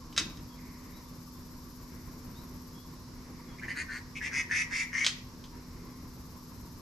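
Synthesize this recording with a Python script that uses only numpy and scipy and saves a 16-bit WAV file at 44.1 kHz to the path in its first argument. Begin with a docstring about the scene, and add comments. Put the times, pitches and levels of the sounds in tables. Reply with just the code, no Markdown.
"""Concrete lane with cicadas

An air conditioner hums beside a building, light air rumbles and cicadas pulse in the hills.
Twice something hard snaps shut, like a latch, and the walls answer. Far birds whistle among hoarse
far calls. An unseen animal gives two quick runs of rasping calls, each a pulse train that speeds up."""
import sys
import numpy as np
from scipy import signal
from scipy.fft import rfft, irfft, next_fast_len
from scipy.io import wavfile
from scipy.ndimage import map_coordinates

SR = 44100
rng = np.random.default_rng(int(sys.argv[2]) if len(sys.argv) > 2 else 0)


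def pcm_store(signal):
    """Save signal as 16-bit PCM."""
    levels = np.round(np.clip(np.atleast_2d(signal), -1, 1) * 32767)
    wavfile.write(sys.argv[1], SR, levels.astype(np.int16).T)


N = 300308


def amp(db):
    """Decibels to gain."""
    return 10 ** (np.asarray(db) / 20)


def unit(x):
    """Scale to rms 1."""
    return x / np.sqrt(np.mean(x ** 2) + 1e-20)


def along(points, hz):
    """Interpolate (frequency [Hz], value) points on a log axis."""
    f, v = np.transpose(points)
    return np.interp(np.log(hz + 1), np.log(f), v)


def wobble(rate_hz):
    """Smooth random curve through rate_hz knots a second."""
    knots = rng.standard_normal(int(N * rate_hz / SR) + 4)
    return map_coordinates(knots, [np.arange(N) * rate_hz / SR])


def running_phase(hz):
    """Phase [rad] of a frequency curve."""
    return 2 * np.pi * np.cumsum(hz) / SR


def coloured(x, spectrum):
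    """Minimum-phase filter from (frequency [Hz], gain [dB]) points; white noise keeps its power."""
    m = 2 * next_fast_len(N)
    gain = unit(amp(along(spectrum, np.fft.rfftfreq(m, 1 / SR))))
    cepstrum = irfft(np.log(gain + 1e-6))
    cepstrum[1:m // 2] *= 2
    cepstrum[m // 2 + 1:] = 0
    return irfft(rfft(x, m) * np.exp(rfft(cepstrum)))[..., :N]


def gliding(x, spectrum, stretch):
    """Moving filter: the spectrum's frequencies scale with a stretch curve."""
    frames = dict(nperseg=256, noverlap=192, nfft=512)
    hz, t, z = signal.stft(x, SR, **frames)
    gain = amp(along(spectrum, hz[:, None] / np.interp(t, np.arange(N) / SR, stretch)))
    gain /= np.sqrt(np.mean(gain ** 2, axis=0))
    return signal.istft(z * gain, SR, **frames)[1][:N]


def stereo_noise(spectrum, coherence):
    """Noise of rms 1 with a given spectrum and left-right coherence."""
    angle = np.arccos(np.clip(along(coherence, np.fft.rfftfreq(N, 1 / SR)), -1, 1)) / 2
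    mid, side = irfft(rfft(rng.standard_normal((2, N))) * [np.cos(angle), np.sin(angle)], N)
    return unit(coloured(np.array([mid + side, mid - side]), spectrum))


def pan(left_db):
    """Channel gains for a left-right level difference."""
    return unit(amp([[left_db / 2], [-left_db / 2]]))


def swell(start_s, length_s, rise_s, fade_s):
    """Rise from 0 to 1, hold until the length is over, then fade."""
    t = np.arange(N) / SR - start_s
    return np.clip(t / rise_s, 0, 1) * np.clip(1 - (t - length_s) / fade_s, 0, 1)


def latest_event(events):
    """Per sample: age [s] of the latest event, then its other columns."""
    t, rows = np.arange(N) / SR, np.array(events)
    index = np.maximum(np.searchsorted(rows[:, 0], t, side="right") - 1, 0)
    start_s, *columns = rows[index].T
    return t - start_s, *columns


# wall reverberation (frequency [Hz], t60 [s])
WALL_DECAY = [(300, 0.34), (2000, 0.47), (5000, 0.37), (12000, 0.28)]


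def lane(x, early_db, early_t60_s, tail_db):
    """Direct sound, quick wall scatter much alike in both channels, and a diffuse tail."""
    hz, t, z = signal.stft(rng.standard_normal((2, SR // 2)), SR, nperseg=256)
    tail = signal.istft(z * amp(-60 * t / along(WALL_DECAY, hz)[:, None]), SR, nperseg=256)[1]
    t = np.arange(tail.shape[1]) / SR
    early = rng.standard_normal(len(t)) + 0.77 * rng.standard_normal(tail.shape)
    early *= amp(-60 * t / early_t60_s)
    response = amp(early_db) * early / np.linalg.norm(early[0])
    response += amp(tail_db) * tail / np.linalg.norm(tail[0])
    return x + signal.fftconvolve(x[None], response, axes=1)[:, :N]


# fan lines (frequency [Hz], level [dB])
FAN_LINES = [(165.3, -60.5), (248.1, -53.5), (496, -74.5)]
# airflow spectrum (frequency [Hz], gain [dB])
AIRFLOW = [(12, -28), (22, -6), (70, -4), (110, -5), (165, -5.5), (220, -9.5), (290, -9.5), (490, -20),
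           (720, -27), (1040, -21), (1510, -27.5), (2130, -30.5), (2800, -35), (3500, -43), (4550, -55)]
# airflow stereo image (frequency [Hz], coherence [0-1])
AIRFLOW_COHERENCE = [(30, 0.95), (100, 1), (260, 0.87), (600, 0.71), (1100, 0.58), (3000, 0.17)]


def air_conditioner():
    """Steady fan lines over a lumpy rumble of moving air; a band near 1 kHz flutters."""
    speed = 1 + 0.002 * wobble(5)
    hum = sum(amp(db + 0.87 * wobble(4.07)) * np.sqrt(2) * np.sin(running_phase(hz * speed))
              for hz, db in FAN_LINES)
    air = stereo_noise(AIRFLOW, AIRFLOW_COHERENCE) * amp(-49 + 0.85 * wobble(3.11) + 1.1 * wobble(18))
    flutter = np.zeros((2, N))
    for hz, db in [(950, -66.5), (1050, -66.5), (1150, -68)]:
        flicker = unit(amp(4.2 * wobble(32)))
        band = [(hz / 2, -80), (hz * 0.87, -22), (hz, 0), (hz * 1.14, -22), (hz * 2, -80)]
        flutter += amp(db) * flicker * stereo_noise(band, coherence=[(1000, 0.81)])
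    return (hum + air + flutter) * pan(-0.4)


def breeze():
    """Light air buffets the microphone in low lumps."""
    lumps = unit(amp(3.5 * wobble(14) + 1.5 * wobble(2)))
    spectrum = [(12, -26), (28, -0.5), (85, -3.5), (150, -14), (300, -44), (900, -92)]
    return amp(-57.5) * lumps * stereo_noise(spectrum, coherence=[(60, 0.96)])


def bout_envelope(bouts, lag_s):
    """Cicada level and throb depth: both grow with the effort of a bout, the depth sooner."""
    effort = sum(swell(start_s + lag_s, length_s, rise_s=1, fade_s=0.6) for start_s, length_s, _ in bouts)
    level_db = -66 + 5 * effort
    depth_db = 1.8 + 1.2 * np.sqrt(effort)
    return level_db, depth_db


# nearest cicada's bouts (start [s], length [s], throb rate [Hz])
BOUTS = [(-.183, 2.83, 16.42), (5.335, 1.5, 17.25)]
# its body resonances (frequency [Hz], gain [dB])
BODY_SPECTRUM = [(3500, -54), (5000, -15), (6200, -3.5), (7700, -3), (8800, -13.5), (10500, -8.5),
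                 (11400, 0.5), (12100, 8), (12800, -2.5), (13400, -17), (14300, -20), (16000, -57)]
# far chorus (frequency [Hz], gain [dB])
CHORUS_SPECTRUM = [(1760, -36), (3000, -10), (3270, -11.5), (3530, -6.5), (5350, 3), (6210, -3),
                   (6710, -6.5), (7830, -10.5), (8840, -22.5), (9500, -14.5), (12400, -32), (20900, -120)]


def cicadas():
    """A steady far chorus, and a nearer insect whose clicking tymbals throb as its abdomen pumps."""
    age_s, length_s, throb_hz = latest_event(BOUTS)
    sag_hz_per_s = 6  # the throb slows after a bout
    throb = 2 * np.pi * (throb_hz * age_s - sag_hz_per_s * np.maximum(age_s - length_s, 0) ** 2 / 2)
    tymbal = running_phase(np.linspace(339.5, 344, N) + 0.5 * wobble(8))
    clicks = unit(np.diff(tymbal // (2 * np.pi), prepend=0))
    buzz = unit(lane(clicks - clicks.mean(), early_db=6, early_t60_s=0.02, tail_db=0))
    buzz = unit(buzz + 1.1 * rng.standard_normal((2, N)))
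    level_db, depth_db = bout_envelope(BOUTS, lag_s=0)
    high_note = unit(coloured(buzz, BODY_SPECTRUM)) * amp(level_db + depth_db * np.cos(throb))
    # the note drops at the end of each throb
    low_band = [(7000, -66), (9200, -22), (9900, 10.5), (10500, 3), (11800, -25), (14000, -69)]
    level_db, depth_db = bout_envelope(BOUTS, lag_s=0.65)
    low_note = unit(coloured(buzz, low_band)) * amp(level_db - 14 + 2 * depth_db * np.cos(throb - 2.2))
    hiss = stereo_noise(CHORUS_SPECTRUM, coherence=[(4000, 0.32), (9000, 0.86)])
    chorus = unit(hiss + 0.47 * coloured(buzz, CHORUS_SPECTRUM)) * amp(-59.5 + 0.26 * wobble(1.7))
    return chorus * pan(0.21) + high_note * pan(15.4) + low_note * pan(6)


# latch contacts (time [s], relative level [dB])
CONTACTS = [(0.127, -39.5), (0.1646, -24.5), (.178, -9), (0.2988, -40), (.372, -40.5), (5.0465, -15.5),
            (5.0647, -10.5), (5.1846, -43), (5.4408, -39)]
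# metal modes (frequency [Hz], relative level [dB], t60 [s])
LATCH_MODES = [(2580, 7, 0.25), (3050, -7, 0.23), (3650, -18, 0.083), (3752, 1.5, 0.31), (5070, 11, 0.22),
               (6040, -3, 0.19), (6440, 21, 0.11)]
# spectrum of each snap (frequency [Hz], gain [dB])
FIRST_SNAP_SPECTRUM = [(150, -18), (300, -22), (500, -18.5), (900, -19), (1250, -4), (1900, -4),
                       (2700, -0.5), (3400, -3.5), (3750, 3), (4200, -3.5), (5200, 0), (8400, -16.5),
                       (10100, -20), (15000, -43)]
SECOND_SNAP_SPECTRUM = [(330, -26), (590, -13.5), (850, -17.5), (1200, -6.5), (2000, -3.5), (2900, 2.5),
                        (3800, 4), (5300, -1), (6600, -4), (8400, -13.5), (10100, -16.5), (15000, -43)]
# dull knocks after the first snap (time [s], level [dB])
KNOCKS = [(.205, -34), (0.255, -40.5)]


def latch():
    """Each contact is a sharp crack, a crackling rattle and a faint ring of the metal."""
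    t = np.arange(SR // 2) / SR
    cracks, rings, knocks = np.zeros((3, N + SR))
    rattle_t60_s, knock_t60_s = 0.14, 0.079
    for time_s, db in CONTACTS:
        rattle = rng.standard_normal(len(t)) * amp(-15 - 60 * t / rattle_t60_s)
        rattle *= amp(1.8 * wobble(900)[:len(t)])
        rattle[0] = -amp(8)  # the crack
        # loose parts keep disturbing the ring
        drift = np.cumsum(0.05 * rng.standard_normal((len(LATCH_MODES), len(t))), axis=1)
        ring = sum(amp(mode_db - 60 * t / t60_s) * np.sin(2 * np.pi * hz * t + phase)
                   for (hz, mode_db, t60_s), phase in zip(LATCH_MODES, drift))
        cracks[round(time_s * SR):][:len(t)] += amp(db) * rattle
        rings[round(time_s * SR):][:len(t)] += amp(db - 40) * ring
    for time_s, db in KNOCKS:
        knock = amp(db - 60 * t / knock_t60_s) * rng.standard_normal(len(t))
        knocks[round(time_s * SR):][:len(t)] += knock
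    snaps = np.where(np.arange(N) < N // 2,
                     coloured(cracks[:N], FIRST_SNAP_SPECTRUM),
                     coloured(cracks[:N], SECOND_SNAP_SPECTRUM))
    thuds = coloured(knocks[:N], [(90, -35), (190, 0.5), (320, -1), (520, -25), (1500, -42)])
    return lane(snaps + rings[:N], early_db=-11.5, early_t60_s=0.017, tail_db=-9) + thuds


# bird notes (start [s], length [s], start pitch [Hz], end pitch [Hz], relative level [dB])
BIRD_NOTES = [(0.468, 0.115, 3360, 3280, -63.5), (0.904, 0.11, 3540, 4150, -61),
              (1.03, .08, 3400, 3660, -64), (1.32, .09, 3350, 3620, -66), (2.32, .12, 3380, 4200, -58.5),
              (2.72, 0.134, 3250, 3430, -60), (3.459, 0.11, 3380, 3290, -61),
              (5.88, 0.064, 3400, 3260, -69)]


def birds():
    """Thin gliding whistles, smeared by distance."""
    notes = np.zeros(N)
    for start_s, length_s, start_hz, end_hz, db in BIRD_NOTES:
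        n = int(length_s * SR)
        glide_hz = np.linspace(start_hz, end_hz, n) * (1 + 0.012 * wobble(400)[:n])
        notes[round(start_s * SR):][:n] += amp(db) * np.hanning(n) * np.sin(running_phase(glide_hz))
    return amp(-3) * lane(notes, early_db=-3, early_t60_s=0.08, tail_db=0)


# far calls (start [s], length [s], level [dB])
HOARSE_CALLS = [(0.54, 0.18, -62), (0.818, 0.091, -64.5), (1.848, 0.13, -65.5), (3.12, .2, -68),
                (3.33, 0.29, -64.5), (5.495, 0.46, -67.5)]


def far_calls():
    """Hoarse calls that distance blurs into soft swells around 2 kHz."""
    band = [(700, -84), (1300, -24), (1800, -2), (2150, 2), (2500, -7.5), (3300, -41), (5000, -78)]
    power = sum((amp(db) * swell(start_s, length_s, rise_s=0.057, fade_s=0.28)) ** 2
                for start_s, length_s, db in HOARSE_CALLS)
    return stereo_noise(band, coherence=[(2000, 0.57)]) * np.sqrt(power)


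def mouth(calls, open_s=0.085, shut_ratio=0.88):
    """In each call the mouth opens (0-1); pulse rate and throat resonance rise with it."""
    age_s, length_s, _, _, first_hz, full_hz, open_hz = latest_event(calls)
    progress = np.clip(age_s / np.minimum(open_s, 0.75 * length_s), 0, 1)
    opening = np.sin(np.pi / 2 * progress) ** 2
    pulse_hz = first_hz + (full_hz - first_hz) * opening
    throat_hz = open_hz * (shut_ratio + (1 - shut_ratio) * opening)
    return opening, pulse_hz, throat_hz


def voice_pulses(pulse_hz, jitter, alternation, scatter_db, noise_shares):
    """Strong and weak pulses in turn, ragged when slow, with puffs of noise; one mix per share."""
    ragged = pulse_hz.mean() / pulse_hz
    phase = running_phase(pulse_hz * (1 + jitter * ragged ** 2 * wobble(180)))
    onsets = np.flatnonzero(np.diff(phase // (2 * np.pi)))
    strength = 1 + alternation * (-1) ** np.arange(len(onsets))
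    strength *= amp(scatter_db * ragged[onsets] * rng.standard_normal(len(onsets)))
    pulses = np.bincount(onsets, unit(strength) * np.sqrt(SR / pulse_hz[onsets]), N)
    puffs = unit(rng.standard_normal(N) * np.exp(np.cos(phase)))
    return [np.sqrt(1 - share) * pulses + np.sqrt(share) * puffs for share in noise_shares]


def push(start_s, length_s, rise_s=0.027, release_db_per_s=642):
    """Gain of one call: quick swell, hold, steep release."""
    t = np.arange(N) / SR - start_s
    attack = np.clip(t / min(rise_s, 0.33 * length_s), 0, 1)
    return attack * amp(-release_db_per_s * np.clip(t - length_s, 0, 1))


# throat resonating at THROAT_HZ, slack in run 1, tight in run 2 (frequency [Hz], gain [dB])
THROAT_1 = [(500, -30), (1100, -37), (1400, -16), (1650, -8), (1950, 7), (2250, 1), (2500, -11),
            (2800, -13), (3400, -26), (4800, -62)]
THROAT_2 = [(500, -52), (1080, -24), (1400, -23.5), (1650, -15), (1850, 0.5), (2000, 4), (2170, -5),
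            (2380, -9), (2650, -17.5), (3200, -26), (4500, -65)]
# upper resonances in runs 1 and 2 (frequency [Hz], gain [dB])
RASP_1 = [(2500, -10.5), (3600, -12), (4100, -2), (4550, 7.5), (5300, -12), (6400, -0.5), (7400, -6),
          (8200, -15), (9000, -0.5), (9700, -16), (11000, -32), (15000, -38)]
RASP_2 = [(2500, -41), (3500, -11), (4100, -13.5), (4800, -5.5), (5800, 1.5), (6600, -3), (7300, -8.5),
          (8100, -21.5), (8950, -9.5), (9700, -21.5), (11000, -31), (15000, -49)]
# calls (start [s], length [s], relative throat level [dB], relative rasp level [dB],
#        first pulse rate [Hz], full pulse rate [Hz], open throat resonance [Hz])
RASPING_CALLS = [ (3.582, 0.012, -50.5, -63.5, 100, 100.6, 2110),
                 (3.614, 0.032, -41, -67, 99.5, 109.4, 1870), (3.669, .05, -35, -54, 135.5, 199.5, 1944),
                 (3.747, 0.07, -35.5, -48.5, 200.2, 303.8, 1890),
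                 (3.877, .097, -41.3, -53, 219.9, 239, 1810), (4.146, .036, -40, -51, 170.2, 212.4, 2301),
                 (4.204, 0.073, -32.5, -46, 165.5, 297.9, 2128),
                 (4.309, 0.1, -31.5, -41.5, 164.3, 319.7, 2018),
                 (4.492, .126, -29.3, -38.3, 160, 321.5, 2082),
                 (4.697, .127, -30.2, -38.3, 160.2, 333, 2090),
                 (4.917, .123, -31.2, -42, 165.4, 318.8, 2038), ]
THROAT_HZ, RUN_2_START_S, SHUT_RASP_DB = 1965, 4.08, -7.5


def animal():
    """Vocal pulses ring a throat resonance that rises as the mouth opens; the rasp above it grows."""
    opening, pulse_hz, throat_hz = mouth(RASPING_CALLS)
    clean, rough = voice_pulses(pulse_hz, jitter=0.019, alternation=0.33, scatter_db=1.1,
                                noise_shares=[0.32, 0.6])
    stretch = throat_hz / THROAT_HZ
    in_run_2 = np.arange(N) / SR > RUN_2_START_S
    throat = np.where(in_run_2,
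                      amp(-3) * gliding(clean, THROAT_2, stretch),
                      amp(-3.5) * gliding(clean, THROAT_1, stretch))
    rasp = np.where(in_run_2,
                    amp(-3.5) * gliding(rough, RASP_2, stretch ** 0.14),
                    amp(-0.5) * gliding(rough, RASP_1, (stretch / 0.97) ** 0.2))
    rasp *= amp(SHUT_RASP_DB * (1 - opening))
    calls = np.zeros((2, N))
    for start_s, length_s, throat_db, rasp_db, *_ in RASPING_CALLS:
        voice = push(start_s, length_s) * (amp(throat_db) * throat + amp(rasp_db) * rasp)
        calls += lane(voice, early_db=1.5, early_t60_s=0.058, tail_db=-7)
    return calls * pan(0.84)


def scene():
    """Everything heard in the lane."""
    events = animal() + latch() + birds() + far_calls()
    return events + cicadas() + air_conditioner() + breeze()


def record(dry):
    """Brick-wall low-pass."""
    cutoff_hz = 15200
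    return irfft(rfft(dry) * (np.fft.rfftfreq(N, 1 / SR) < cutoff_hz), N)


dry = scene()
out = record(dry)
pcm_store(out)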